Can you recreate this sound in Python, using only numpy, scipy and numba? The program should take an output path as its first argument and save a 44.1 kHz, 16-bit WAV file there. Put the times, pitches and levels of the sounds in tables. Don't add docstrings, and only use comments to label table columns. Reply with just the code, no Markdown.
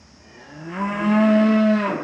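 import sys
import numpy as np
from scipy import signal
from scipy.fft import rfft, irfft
from scipy.io import wavfile
from scipy.ndimage import uniform_filter1d
from numba import njit

SR = 44100
rng = np.random.default_rng(int(sys.argv[2]) if len(sys.argv) > 2 else 0)


def generate_wav(sig):
    pcm = np.round(np.clip(np.atleast_2d(sig).T, -1, 1) * 32767).astype(np.int16)
    wavfile.write(sys.argv[1], SR, pcm)


N = 89743
TIME = np.arange(N) / SR

# time in seconds, level in dB.
PARTIAL_LEVELS = [
    [(.2, -73), (.46, -59), (.6, -36), (.69, -34.5), (.72, -34.5), (.81, -24.5), (1.01, -28.5),
     (1.08, -14.5), (1.28, -13), (1.75, -14.5), (1.82, -23.5), (1.9, -31.5), (2.0, -40.5)],
    [(.2, -59), (.47, -49.5), (.54, -40), (.64, -40), (.69, -29), (.75, -41), (.8, -36.5), (1.0, -52),
     (1.12, -34.5), (1.2, -48), (1.31, -34), (1.39, -43.5), (1.5, -27), (1.67, -41), (1.81, -34),
     (1.96, -29), (2.03, -39)],
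    [(.15, -64), (.38, -47.5), (.55, -61), (.7, -57), (.79, -32), (.85, -62), (.9, -33), (1.11, -34.5),
     (1.18, -21), (1.39, -18), (1.46, -27), (1.56, -21), (1.74, -20), (1.79, -35.5), (1.86, -22.5),
     (1.92, -52)],
    [(.3, -58), (.7, -45.5), (.86, -41), (1.0, -42.5), (1.17, -25.5), (1.32, -42), (1.41, -36.5),
     (1.52, -57), (1.69, -52), (1.76, -41.5), (1.95, -63)],
    [(.3, -72), (.76, -47), (.825, -20), (.87, -30), (1.26, -30), (1.32, -39.5), (1.49, -30), (1.66, -41),
     (1.82, -29.5), (1.86, -21), (1.9, -28), (1.98, -88.5)],
]


def from_db(db):
    return 10 ** (np.asarray(db) / 20)


def rms_one(x):
    return x / np.sqrt(np.mean(x ** 2) + 1e-20)


def in_time(rows):
    s, *columns = np.transpose(rows)
    return [np.interp(TIME, s, c) for c in columns]


def at_hz(points, hz):
    f, value = np.transpose(points)
    return np.interp(np.log(hz + 1e-9), np.log(f), value)


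def drift(rate):
    r = np.exp(-2 * np.pi * rate / SR)
    wander = signal.lfilter([1], [1, -2 * r, r * r], rng.standard_normal(N + SR))
    return rms_one(wander[SR:])


def resonate(x, hz, width):
    r = np.exp(-np.pi * width / SR)
    feedback = [1, -2 * r * np.cos(2 * np.pi * hz / SR), r * r]
    return signal.lfilter(np.array([1, 0, -1]) * (1 - r * r) / 2, feedback, x)


def formants(x, modes):
    out = 0
    for hz, width, db in modes:
        once = resonate(x, hz, 2 * width)
        out = out + from_db(db) * resonate(once, hz, 2 * width)
    return out


@njit
def glide_resonate(x, turn, r):
    y = np.zeros(len(x))
    for i in range(2, len(x)):
        drive = (1 - r * r) / 2 * (x[i] - x[i - 2])
        y[i] = drive + 2 * r * np.cos(turn[i]) * y[i - 1] - r * r * y[i - 2]
    return y


def moving_formants(x, modes, stretch):
    factor, = in_time(stretch)
    out = 0
    for hz, width, db in modes:
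        turn = 2 * np.pi * hz * factor / SR
        r = np.exp(-2 * np.pi * width / SR)
        once = glide_resonate(x, turn, r)
        out = out + from_db(db) * glide_resonate(once, turn, r)
    return out


def cut(x, hz, kind, order=2):
    return signal.sosfilt(signal.butter(order, min(hz, SR / 2 - 100), kind, fs=SR, output="sos"), x)


def fold_phase(pitch, unsteadiness):
    return 2 * np.pi * np.cumsum(pitch * (1 + unsteadiness)) / SR


def fold_pulses(phase, count=54):
    first = len(PARTIAL_LEVELS) + 1
    centre = first + (count - 1) / 2
    envelope = np.sin(count * phase / 2) / (np.sin(phase / 2) + 1e-12)
    return rms_one(envelope * np.cos(centre * phase))


def ambience():
    # frequency in Hz, relative density in dB per Hz.
    air_colour = [(25, -35), (50, -17), (90, -11.5), (120, -3.5), (240, 0), (400, -14), (700, -11),
                  (1300, -14.5), (2400, -19), (3500, -25.5), (4400, -23.5), (4900, -12), (5450, -10.5),
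                  (5900, -18), (6750, -19), (7050, -28.5), (8000, -35.5), (9000, -48.5), (9750, -35),
                  (10400, -56), (13000, -68.5)]
    # time in seconds, level in dB.
    rumble_level = [(0, -54), (.35, -61.5), (.75, -57.5), (1.0, -50.5), (1.3, -57.5), (2.03, -62.5)]
    air_db, rumble_hz, rumble_width_hz = -51.5, 73, 11
    white = rfft(rng.standard_normal(N))
    hz = np.arange(len(white)) * SR / N
    air = irfft(white * from_db(at_hz(air_colour, hz)), N)
    rumble = formants(rng.standard_normal(N + SR), [(rumble_hz, rumble_width_hz, 0)])[SR:]
    rumble = rms_one(cut(rumble, 48, "high", order=4))
    rumble_db, = in_time(rumble_level)
    return from_db(air_db) * rms_one(air) + from_db(rumble_db) * rumble


def clean_partials(phase, rough):
    start_s, fade_s = 0.096, 0.19
    flutter_db = 2.5
    fray_rad, fray_hz = 0.45, 45
    voiced = np.clip((TIME - start_s) / fade_s, 0, 1)
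    out = 0
    for k, curve in enumerate(PARTIAL_LEVELS, 1):
        level_db = in_time(curve)[0] + flutter_db * rough * drift(40) * min(k, 2) / 2
        fray = fray_rad * (k - 1) * rough ** 2 * drift(fray_hz)
        out = out + from_db(level_db) * np.sin(k * phase + fray)
    return voiced * out


def roof_notes(x):
    # pitch in Hz, width in Hz, level in dB.
    roof_modes = [(196.9, 3.6, -2), (627.5, 9.1, -5)]
    return sum(from_db(db) * resonate(x, hz, width) for hz, width, db in roof_modes)


def barn(x):
    # frequency in Hz, time in seconds to fall by 60 dB.
    fade_times = [(150, 0.76), (600, .9), (2000, 0.74), (5000, 0.38), (10000, 0.9)]
    first_echo_s = 0.012
    t, hz = TIME[:SR], np.arange(SR // 2 + 1.)
    white = rfft(rng.standard_normal(SR))
    centres = np.log([f for f, _ in fade_times])
    tail = 0
    for share, (_, t60) in zip(np.eye(len(centres)), fade_times):
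        band = irfft(white * np.interp(np.log(hz + 1), centres, share), SR)
        tail = tail + band * from_db(-60 * t / t60)
    tail = tail * (t > first_echo_s)
    gain = np.sqrt(np.mean(np.abs(rfft(tail)[200:3000]) ** 2))
    return signal.fftconvolve(x, tail / gain)[:N]


def upper_voice(phase, level_db, bright_db, rough):
    # pitch in Hz before the jaw moves it, width in Hz, level in dB.
    throat_modes = [(1078, 130, 2), (1220, 69, -3), (1697, 173, -1), (1988, 200, -4.5), (2618, 162, -5.5),
                    (3003, 43, -11.5), (3690, 60, -18), (4220, 80, -16), (4750, 71, -21.5),
                    (5300, 156, -20.5), (5650, 200, -30)]
    # time in seconds, pitch factor.
    jaw_curve = [(.62, 0.79), (.71, 1.055), (.78, 0.96), (.95, 1), (1.1, 1.016), (1.3, 0.98), (1.6, 0.979),
                 (1.78, 0.94), (1.86, 0.94), (1.94, 0.79)]
    rasp_db, voice_db = -4, -0.5
    rasp_top_hz, bright_hz, top_hz = 2500, 3450, 7150
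    pulses = fold_pulses(phase)
    noise = cut(rng.standard_normal(N), rasp_top_hz, "low")
    air = rms_one(noise * (1 + 0.46 * np.cos(phase)) ** 2)
    clear_share = np.sqrt(np.clip(1 - rough ** 2, .01, 1))
    source = pulses * clear_share * (1 + .5 * rough * drift(45)) + from_db(rasp_db) * rough * air
    voice = moving_formants(source, throat_modes, jaw_curve)
    voice = cut(cut(voice, 600, "high"), top_hz, "low")
    voice = voice / np.sqrt(uniform_filter1d(voice ** 2, size=2200) + 1e-12)
    treble = cut(cut(voice, bright_hz, "high", order=4), bright_hz, "high", order=4)
    middle = cut(cut(voice, bright_hz, "low", order=4), bright_hz, "low", order=4)
    return from_db(level_db + voice_db) * (middle + from_db(bright_db) * treble)


def hoarseness(phase):
    # time in seconds, level in dB.
    hoarse_level = [(.15, -65), (.42, -50), (.7, -64), (.8, -36.5), (1.12, -41), (1.3, -39), (1.5, -39.5),
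                    (1.68, -59), (1.82, -56), (1.9, -19.5), (1.96, -39.5), (2.02, -75)]
    # pitch in Hz, width in Hz, level in dB.
    hoarse_modes = [(175, 150, -0.5), (288.5, 44.3, -0.5), (347, 86, -22.5), (585, 18, 6.5), (853, 64, -4),
                    (968, 96, -0.5)]
    level_db, = in_time(hoarse_level)
    flutter = rng.standard_normal(N) * (1 + 0.52 * np.cos(phase))
    noise = cut(formants(flutter, hoarse_modes), 170, "high", order=4)
    return from_db(level_db) * rms_one(noise)


def whistle():
    # time in seconds, level in dB.
    whistle_level = [(.15, -84), (.24, -58), (.4, -60), (.5, -67.5), (.6, -88)]
    whistle_hz, width_hz = 2410, 53
    level_db, = in_time(whistle_level)
    tone = formants(rng.standard_normal(N), [(whistle_hz, width_hz, 0)])
    return from_db(level_db) * rms_one(tone)


def nasal_groan(phase):
    # time in seconds, level in dB.
    nasal_level = [(.18, -69.5), (.28, -55.5), (.42, -47), (.58, -47.5), (.7, -45.5), (.8, -74.5)]
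    # pitch in Hz before the sag, width in Hz, level in dB.
    nose_modes = [(557, 79, 4), (660, 33, -6.5), (835, 40, 0), (1323, 40, -8.5), (1710, 111, 0),
                  (2795, 77, -5.5)]
    # time in seconds, factor on their pitch.
    nose_sag = [(.25, 1.08), (.42, 1.013), (.68, .94)]
    breath = 0.53 * rng.standard_normal(N) * (1 + np.cos(phase))
    source = fold_pulses(phase) + breath
    level_db, = in_time(nasal_level)
    return from_db(level_db) * rms_one(moving_formants(source, nose_modes, nose_sag))


def mouth_air(phase):
    # time in seconds, level in dB.
    air_level = [(.55, -76), (.7, -67.5), (.78, -60.5), (1.15, -59), (1.5, -64.5), (1.88, -63.5),
                 (1.97, -92)]
    # pitch in Hz, width in Hz, level in dB.
    air_modes = [(6550, 1300, 0), (7360, 830, 6), (8900, 1100, -14.5), (11840, 750, -11.5)]
    level_db, = in_time(air_level)
    puffs = rng.standard_normal(N) * (1 + np.cos(phase))
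    hiss = formants(puffs + 0.51 * fold_pulses(phase), air_modes)
    return from_db(level_db) * rms_one(hiss)


def rasps(phase):
    # time of the peak in seconds, level in dB, length in seconds.
    bursts = [(0.763, -35.5, .035), (1.863, -33.5, 0.04)]
    # pitch in Hz, width in Hz, level in dB.
    rasp_modes = [(760, 110, -6.5), (1076, 100, 0.5), (1286, 130, -3.5), (2130, 160, -12)]
    swell = sum(from_db(db) * np.exp(-((TIME - s) / length) ** 2) for s, db, length in bursts)
    chopped_air = rng.standard_normal(N) * (1 + np.cos(phase)) ** 2
    return swell * rms_one(formants(chopped_air, rasp_modes))


def voice_break(pitch):
    # time in seconds, level of its fundamental in dB, level of its octave in dB.
    break_levels = [(.84, -72, -70.5), (.93, -35.5, -57.5), (1.02, -37, -27.5), (1.1, -36.5, -34.5),
                    (1.22, -42, -78), (1.3, -69, -51.5)]
    ratio = 0.8
    phase = fold_phase(pitch * ratio, 0.021 * drift(34))
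    gate = (TIME > break_levels[0][0]) & (TIME < break_levels[-1][0])
    return gate * sum(from_db(db) * np.sin(k * phase) for k, db in enumerate(in_time(break_levels), 1))


def growl(phase):
    # time in seconds, level of the tone in dB before it wavers.
    growl_level = [(1.12, -62.5), (1.22, -35), (1.33, -31.5), (1.5, -39), (1.6, -47), (1.7, -72)]
    flap_hz, wander, depth = 69, 0.204, 0.8
    level_db, = in_time(growl_level)
    beat = fold_phase(flap_hz, wander * drift(28))
    strength = from_db(level_db) * (TIME > growl_level[0][0]) * (TIME < growl_level[-1][0])
    tone = strength * from_db(4.3 * drift(20)) * np.sin(phase + beat)
    chop = 1 + depth * strength / strength.max() * np.cos(beat)
    return tone, chop


def grunt():
    peak_s, level_db, flap_hz, length_s = 1.96, -17.5, 262.5, 0.0035
    t = TIME - peak_s
    return from_db(level_db) * np.exp(-(t / length_s) ** 2) * np.cos(2 * np.pi * flap_hz * t)


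def scene():
    # time in seconds, pitch in Hz.
    pitch_curve = [(.2, 101), (.38, 120.2), (.52, 145), (.62, 158.7), (.69, 167.3), (.75, 181.4),
                   (.81, 199.2), (.88, 202.5), (.99, 205.6), (1.11, 211.2), (1.24, 217.5), (1.33, 213.8),
                   (1.48, 218.2), (1.62, 216.2), (1.74, 213), (1.82, 205.9), (1.865, 199), (1.915, 184),
                   (1.97, 151.1)]
    # time in seconds, level in dB before trims,
    # treble gain in dB, roughness (held to 0-1 below).
    effort_curve = [(.15, -77, -13.5, .8), (.42, -60, 25, .7), (.66, -48, -3.5, .6),
                    (.74, -31.5, -13.5, 0.42), (.82, -37.5, -18, 0.3), (.88, -30.5, -19, 0.16),
                    (.97, -30.5, -18, 0.4), (1.06, -30, -3, 0.3), (1.17, -27.5, -7, .2),
                    (1.33, -33.5, 3, 0.2), (1.5, -30, 1.5, 0.3), (1.68, -33, 2.5, 0.07),
                    (1.78, -29.5, 3, 0.33), (1.86, -28, -7, 0.32), (1.91, -39, -13, 1.1),
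                    (1.96, -60, -16, .9), (2.02, -60, 24, 0.4)]
    jitter, jitter_hz = 0.02127, 71.5
    upper_wet_db, low_wet_db, echo_low_cut_hz = 3.5, -14, 330
    pitch, = in_time(pitch_curve)
    level_db, bright_db, rough = in_time(effort_curve)
    rough = np.clip(rough, 0, 1)
    phase = fold_phase(pitch, jitter * rough * drift(jitter_hz))
    growl_tone, chop = growl(phase)

    low = clean_partials(phase, rough) + voice_break(pitch) + growl_tone + grunt()
    upper = chop * upper_voice(phase, level_db, bright_db, rough)
    upper = upper + hoarseness(phase) + nasal_groan(phase) + mouth_air(phase) + rasps(phase) + whistle()
    upper = upper / np.hypot(1, from_db(upper_wet_db))

    low_to_echo = from_db(low_wet_db) * cut(low, echo_low_cut_hz, "high", order=4)
    echo = barn(low_to_echo + from_db(upper_wet_db) * upper)
    return (low + upper + echo + roof_notes(low + upper) + ambience())[None]


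def record(dry):
    return signal.sosfilt(signal.cheby2(12, 70, 14500, fs=SR, output="sos"), dry)


dry = scene()
out = record(dry)
generate_wav(out)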